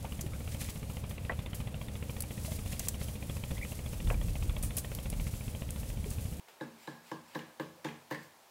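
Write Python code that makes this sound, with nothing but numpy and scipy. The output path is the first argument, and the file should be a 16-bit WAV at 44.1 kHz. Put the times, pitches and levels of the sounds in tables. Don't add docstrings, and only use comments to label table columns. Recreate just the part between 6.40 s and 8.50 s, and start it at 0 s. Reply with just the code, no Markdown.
import sys
import numpy as np
from scipy import signal
from scipy.fft import rfft, irfft
from scipy.io import wavfile
from scipy.ndimage import uniform_filter1d

SR = 44100
rng = np.random.default_rng(int(sys.argv[2]) if len(sys.argv) > 2 else 0)


def inscribe(sig):
    pcm = np.round(np.clip(np.atleast_2d(sig).T, -1, 1) * 32767)
    wavfile.write(sys.argv[1], SR, pcm.astype(np.int16))


def invert_db(level):
    return 10 ** (np.asarray(level, dtype=float) / 20)


N = 92610


def unit(x):
    return x / np.sqrt(np.mean(x ** 2) + 1e-20)


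def along(points, hz):
    point_hz, value = np.transpose(points)
    return np.interp(np.log(hz + 1), np.log(point_hz + 1), value)


def noise(spectrum, size, patchy_db=0.):
    hz, _, z = signal.stft(rng.standard_normal(size + 1024), SR, nperseg=1024)
    patches = uniform_filter1d(rng.standard_normal(z.shape), 10, 0)
    patches = uniform_filter1d(patches, 4, 1)
    gain_db = along(spectrum, hz)[:, None] + patchy_db * unit(patches)
    return unit(signal.istft(z * invert_db(gain_db), nperseg=1024)[1][:size])


def ring(modes, t):
    default_rise_s, scatter_db, detune = 0.0024, 0.5, 0.005
    wander_rad, wander_per_s = 0.88, 28.3
    m = np.array(modes)
    hz, db, t60 = m[:, :1], m[:, 1:2], m[:, 2:3]
    rise = np.abs(m[:, 3:4]) + 1e-4 if m.shape[1] > 3 else default_rise_s
    level_chance, pitch_chance = rng.standard_normal((2, len(m), 1))
    level_db = db + scatter_db * level_chance * np.minimum(hz / 600, 1)
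    struck_hz = hz * (1 + detune * pitch_chance)
    walks = np.cumsum(rng.standard_normal((len(m), 40)), axis=1)
    wander = np.array([np.interp(t * wander_per_s, np.arange(len(k)), k - k[0]) for k in walks])
    envelope = invert_db(level_db - 60 * t / t60) * (1 - np.exp(-(t / rise) ** 2))
    return -np.sum(envelope * np.sin(2 * np.pi * struck_hz * t + wander_rad * wander), axis=0)


def place(out, start_s, sound):
    out[round(start_s * SR):][:len(sound)] += sound


# start in seconds, then bench, tank, can wall and can rim levels in dB.
JAB_HITS = [(0.208, -31.5, -30, -36, -30), (.4750, -38, -34.5, -35, -30.5), (0.714, -37, -32, -30, -33),
            (0.9525, -35, -29, -27.5, -27.5), (1.1958, -35.5, -28, -30.5, -30),
            (1.446, -35, -27.5, -30.5, -35.5), (1.7096, -36, -28.5, -28, -28.5)]
# deep thump level in dB, hollow note level in dB.
JAB_LANDINGS = [(-30.5, -30.5), (-32.5, -33), (-29.5, -31.5), (-28.5, -30.5), (-28, -27.5), (-27.5, -29.5),
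                (-28, -29)]
# pitch in Hz, level in dB, t60 in seconds, rise in seconds.
BENCH_MODES = [(225.8, -9.5, 0.47, 0.0092), (235.8, -6, 0.46, 0.02), (266.4, -1.5, 0.093, 0.006)]
# pitch in Hz, level in dB, t60 in seconds, rise in seconds.
TANK_MODES = [(308.3, -4.5, 0.21, 0.0062), (319.4, -4, 0.13, 0.0056), (401, -16.5, 0.24, 0.006),
              (440.6, -17, 0.24, 0.0067), (602.3, -19, 0.18, 0.0023)]
# pitch in Hz, level in dB, t60 in seconds, rise in seconds.
CAN_WALL_MODES = [(762, -7, 0.048, 0.0054), (862, 0, 0.041, 0.0043), (911.8, 9.5, 0.032, 0.0098),
                  (953, -0.5, 0.037, 0.0084), (1062, 2, 0.036, 0.0058), (1149, -11.5, 0.068, 0.0084)]
# pitch in Hz, level in dB, t60 in seconds, rise in seconds.
CAN_RIM_MODES = [(1609, -12, 0.11, 0.0036), (1659, -7.5, 0.073, 0.0025), (1702, -10, 0.082, 0.0049),
                 (2083, -14, 0.02, 0.0017), (2916, -23.5, 0.038, 0.0042)]
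# pitch in Hz, level in dB, t60 in seconds, rise in seconds.
TANK_FLOOR_MODES = [(65.7, -21.5, 0.51, 0.0099), (95.5, -21, 0.94, 0.058), (144.3, -2.5, 0.32, 0.011),
                    (153, -7, 0.12, 0.0063), (168.7, -8, 0.39, 0.023)]
# pitch in Hz, level in dB, t60 in seconds, rise in seconds.
HOLLOW_MODES = [(472, -11, 0.11, 0.0077), (505.4, -7, 0.096, 0.0041), (526.8, -6, 0.088, 0.0042)]


def jabs():
    bodies = (BENCH_MODES, TANK_MODES, CAN_WALL_MODES, CAN_RIM_MODES, TANK_FLOOR_MODES, HOLLOW_MODES)
    out, t = np.zeros(N + SR), np.arange(SR // 2) / SR
    for (start_s, *hit_db), landing_db in zip(JAB_HITS, JAB_LANDINGS):
        levels_db = [*hit_db, *landing_db]
        thump = sum(invert_db(db) * ring(body, t) for db, body in zip(levels_db, bodies))
        place(out, start_s, garage(thump))
    return out[:N]


# start in seconds, then crack, shell ring, splash and spray levels in dB.
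TIP_CONTACTS = [(0.0836, -43.5, -68, -55.5, -62), (0.2093, -40.5, -65, -50.5, -68),
                (0.4737, -40, -80, -51, -72), (0.715, -37.5, -85, -51.5, -64), (0.774, -54, -74, -82, -85),
                (0.9344, -48, -63, -62, -74), (0.9475, -37, -45, -57, -78), (0.9516, -39, -66, -48.5, -52),
                (0.9907, -40.5, -52, -54, -87), (1.198, -37.5, -51, -49, -57), (1.4435, -41, -58, -55, -70),
                (1.4461, -33.5, -46.5, -44.5, -59), (1.4863, -43.5, -58, -60, -67),
                (1.704, -44, -57, -68, -51.5), (1.7092, -34, -44, -45.5, -68), (1.723, -37, -54, -60, -70),
                (1.7463, -40, -40.5, -56, -78), (1.824, -61, -82, -75, -59)]
# pitch in Hz, level in dB, t60 in seconds.
SHELL_MODES = [(1665, -5, 0.11), (1737, -5.5, .12), (1782, -4.5, 0.16), (1858, -4.5, 0.15),
               (1950, -7, 0.12), (2030, -2.5, 0.04), (2350, -14, 0.034), (2890, -15, 0.061),
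               (4840, -14, 0.057)]


def contacts():
    out, t = np.zeros(N + SR), np.arange(SR // 2) / SR
    for start_s, crack_db, shell_db, splash_db, spray_db in TIP_CONTACTS:
        shell = invert_db(shell_db) * ring(SHELL_MODES, t)
        crack = invert_db(crack_db) * click(t)
        place(out, start_s, garage(shell + crack + splash(t, splash_db, spray_db)))
    return out[:N]


# frequency in Hz, level in dB per Hz.
CRACK_COLOUR = [(300, 9.5), (1500, 8.5), (4000, 0), (8000, -7), (15500, -17)]


def click(t):
    t60_s, rise_s = 0.014, 0.001
    envelope = invert_db(-60 * t / t60_s) * (1 - np.exp(-t / rise_s))
    z = rfft(envelope * noise(CRACK_COLOUR, len(t)))
    broad = np.sqrt(uniform_filter1d(np.abs(z) ** 2, size=250))
    colour = invert_db(along(CRACK_COLOUR, np.fft.rfftfreq(len(t), 1 / SR)))
    burst = irfft(z / broad * colour, len(t))
    burst = burst * (t < t[-1] / 2)
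    return burst / np.abs(burst).max()


# frequency in Hz, level in dB per Hz.
SPLASH_COLOUR = [(300, 5), (1000, 1), (2500, -2.5), (5000, -8), (10000, -18), (15500, -40)]
# frequency in Hz, level in dB per Hz.
SPRAY_COLOUR = [(9000, -15), (12500, -7.5), (14500, -2), (15800, -4.5)]


def splash(t, splash_db, spray_db):
    wash_t60_s, spray_t60_s, rise_s = 0.32, 0.18, 0.0053
    wash = invert_db(splash_db - 60 * t / wash_t60_s) * noise(SPLASH_COLOUR, len(t), patchy_db=3)
    spray = invert_db(spray_db - 60 * t / spray_t60_s) * noise(SPRAY_COLOUR, len(t), patchy_db=3)
    return (wash + spray) * (1 - np.exp(-t / rise_s))


# start in seconds, pitch in Hz, level in dB, t60 in seconds.
PING_NOTES = [(0.075, 2100, -52.5, 0.026), (.0850, 900, -52, 0.043), (.2020, 2030, -45, 0.017),
              (.2100, 3900, -39.5, 0.014), (.2102, 4960, -60, 0.015), (.2105, 1050, -43.5, 0.035),
              (.2110, 523, -42.5, 0.097), (.2120, 864, -40.5, .06), (.4745, 3940, -41.5, .018),
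              (.4765, 865, -33, 0.035), (.4780, 1050, -43, 0.037), (.5500, 1650, -57, 0.17),
              (.7150, 3020, -48, 0.029), (.7152, 5240, -53, 0.019), (.7172, 989, -29.5, .03),
              (0.65, 8000, -63, .012), (.9350, 2970, -49, .015), (.9478, 1950, -45, .02),
              (.9508, 3914, -35.5, 0.015), (.9912, 2915, -41, 0.023), (.9915, 3580, -47.5, 0.018),
              (.9920, 2050, -43, .02), (1.0150, 2350, -46, 0.023), (1.0200, 3260, -50, .015),
              (1.0466, 2200, -50, .015), (1.1970, 3930, -39, 0.013), (1.1972, 3500, -42.5, 0.016),
              (1.1980, 1110, -38, 0.043), (1.1985, 2120, -43, 0.013), (1.2900, 318, -48, 0.13),
              (1.3760, 519, -48.5, 0.09), (1.3970, 583, -50, .08), (1.4465, 3590, -37, 0.026),
              (1.4480, 2180, -40, 0.023), (1.4490, 863, -36.5, 0.071), (1.4650, 1650, -39, 0.034),
              (1.4865, 2050, -40, 0.029), (1.4867, 2460, -41, 0.026), (1.4870, 2900, -44, .02),
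              (1.5110, 2400, -49, 0.033), (1.7045, 3700, -54, .011), (1.7108, 3600, -44.5, 0.016),
              (1.7110, 10000, -52, 0.0094), (1.7232, 1950, -31.5, 0.022), (1.7235, 2930, -44, 0.018),
              (1.7420, 4840, -52, 0.055), (1.7463, 2150, -37.5, 0.015), (1.7465, 1740, -34.5, .03)]


def pings():
    rise_cycles = 2.4
    out, t = np.zeros(N + SR), np.arange(SR // 2) / SR
    for start_s, hz, db, t60 in PING_NOTES:
        envelope = invert_db(db - 60 * t / t60) * (1 - np.exp(-(t * hz / rise_cycles) ** 2))
        place(out, start_s, envelope * np.sin(2 * np.pi * hz * t))
    return garage(out[:N])


def swell(strokes):
    t = np.arange(N) / SR
    return sum(invert_db(db) * np.interp(t, [start, peak, end], [0, 1, 0]) for start, peak, end, db in strokes)


# start, peak and end in seconds, level in dB.
HAND_STROKES = [(0.327, 0.44, 0.6, -60), (0.61, 0.698, 0.74, -58), (.83, 0.93, 0.98, -60.5),
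                (1.748, 1.796, 1.9, -65)]
# frequency in Hz, level in dB per Hz.
WATER_COLOUR = [(600, -6), (2300, 6), (3500, -1), (4800, 0.5), (6600, -9), (7500, 0), (8500, -9),
                (15500, -10)]


def swish():
    return swell(HAND_STROKES) * noise(WATER_COLOUR, N, patchy_db=0.8)


# start, peak and end in seconds, level in dB.
SHAFT_SLIDES = [(.37, .43, 0.51, -65), (.64, .68, 0.69, -68), (.85, .89, 0.9, -67),
                (1.79, 1.83, 1.89, -63.5)]
# frequency in Hz, level in dB per Hz.
SCRAPE_COLOUR = [(3500, -32), (4700, 1), (6200, -7), (7500, -1), (9000, -9), (11000, -18), (12500, -5),
                 (15500, -13)]


def scrape():
    return swell(SHAFT_SLIDES) * noise(SCRAPE_COLOUR, N, patchy_db=4.0)


# frequency in Hz, t60 in seconds.
ROOM_T60 = [(150, 0.55), (1000, 0.39), (4000, 0.56), (12000, 0.3)]
# frequency in Hz, level in dB.
ROOM_COLOUR = [(150, -9), (250, -6), (500, 0.5), (1000, 4), (5000, -3)]


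def garage(x):
    room_db, gap_s = -8, 0.006
    hz, t, z = signal.stft(rng.standard_normal(SR // 2), SR, nperseg=512)
    z = z * invert_db(-60 * t / along(ROOM_T60, hz)[:, None])
    energy = np.sum(signal.istft(z, nperseg=512)[1] ** 2)
    coloured = z * invert_db(room_db + along(ROOM_COLOUR, hz))[:, None]
    tail = signal.istft(coloured, nperseg=512)[1] / np.sqrt(energy)
    delayed = np.pad(x, (round(gap_s * SR), 0))
    return x + signal.fftconvolve(delayed, tail)[:len(x)]


# frequency in Hz, level in dB per Hz.
FLOOR_COLOUR = [(15, -41), (25, -24.5), (262, -7.5), (656, 0), (711, -1.5), (883, 2), (1320, -6),
                (1980, -8.5), (15900, -17.5)]


def fan_and_hiss():
    return invert_db(-61) * noise(FLOOR_COLOUR, N, patchy_db=0.5)


def scene():
    return (jabs() + contacts() + pings() + swish() + scrape())[None]


def low_pass(x):
    return signal.sosfilt(signal.butter(12, 16020, fs=SR, output="sos"), x)


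def record(dry):
    low_cut_hz, top_hz = 220, 15830
    hz = np.fft.rfftfreq(N, 1 / SR)
    bass_cut = (1j * hz / (low_cut_hz + 1j * hz)) ** 2
    heard = rfft(dry) * bass_cut + rfft(fan_and_hiss())
    return low_pass(irfft(heard * (hz < top_hz), N))


dry = scene()
out = record(dry)
inscribe(out)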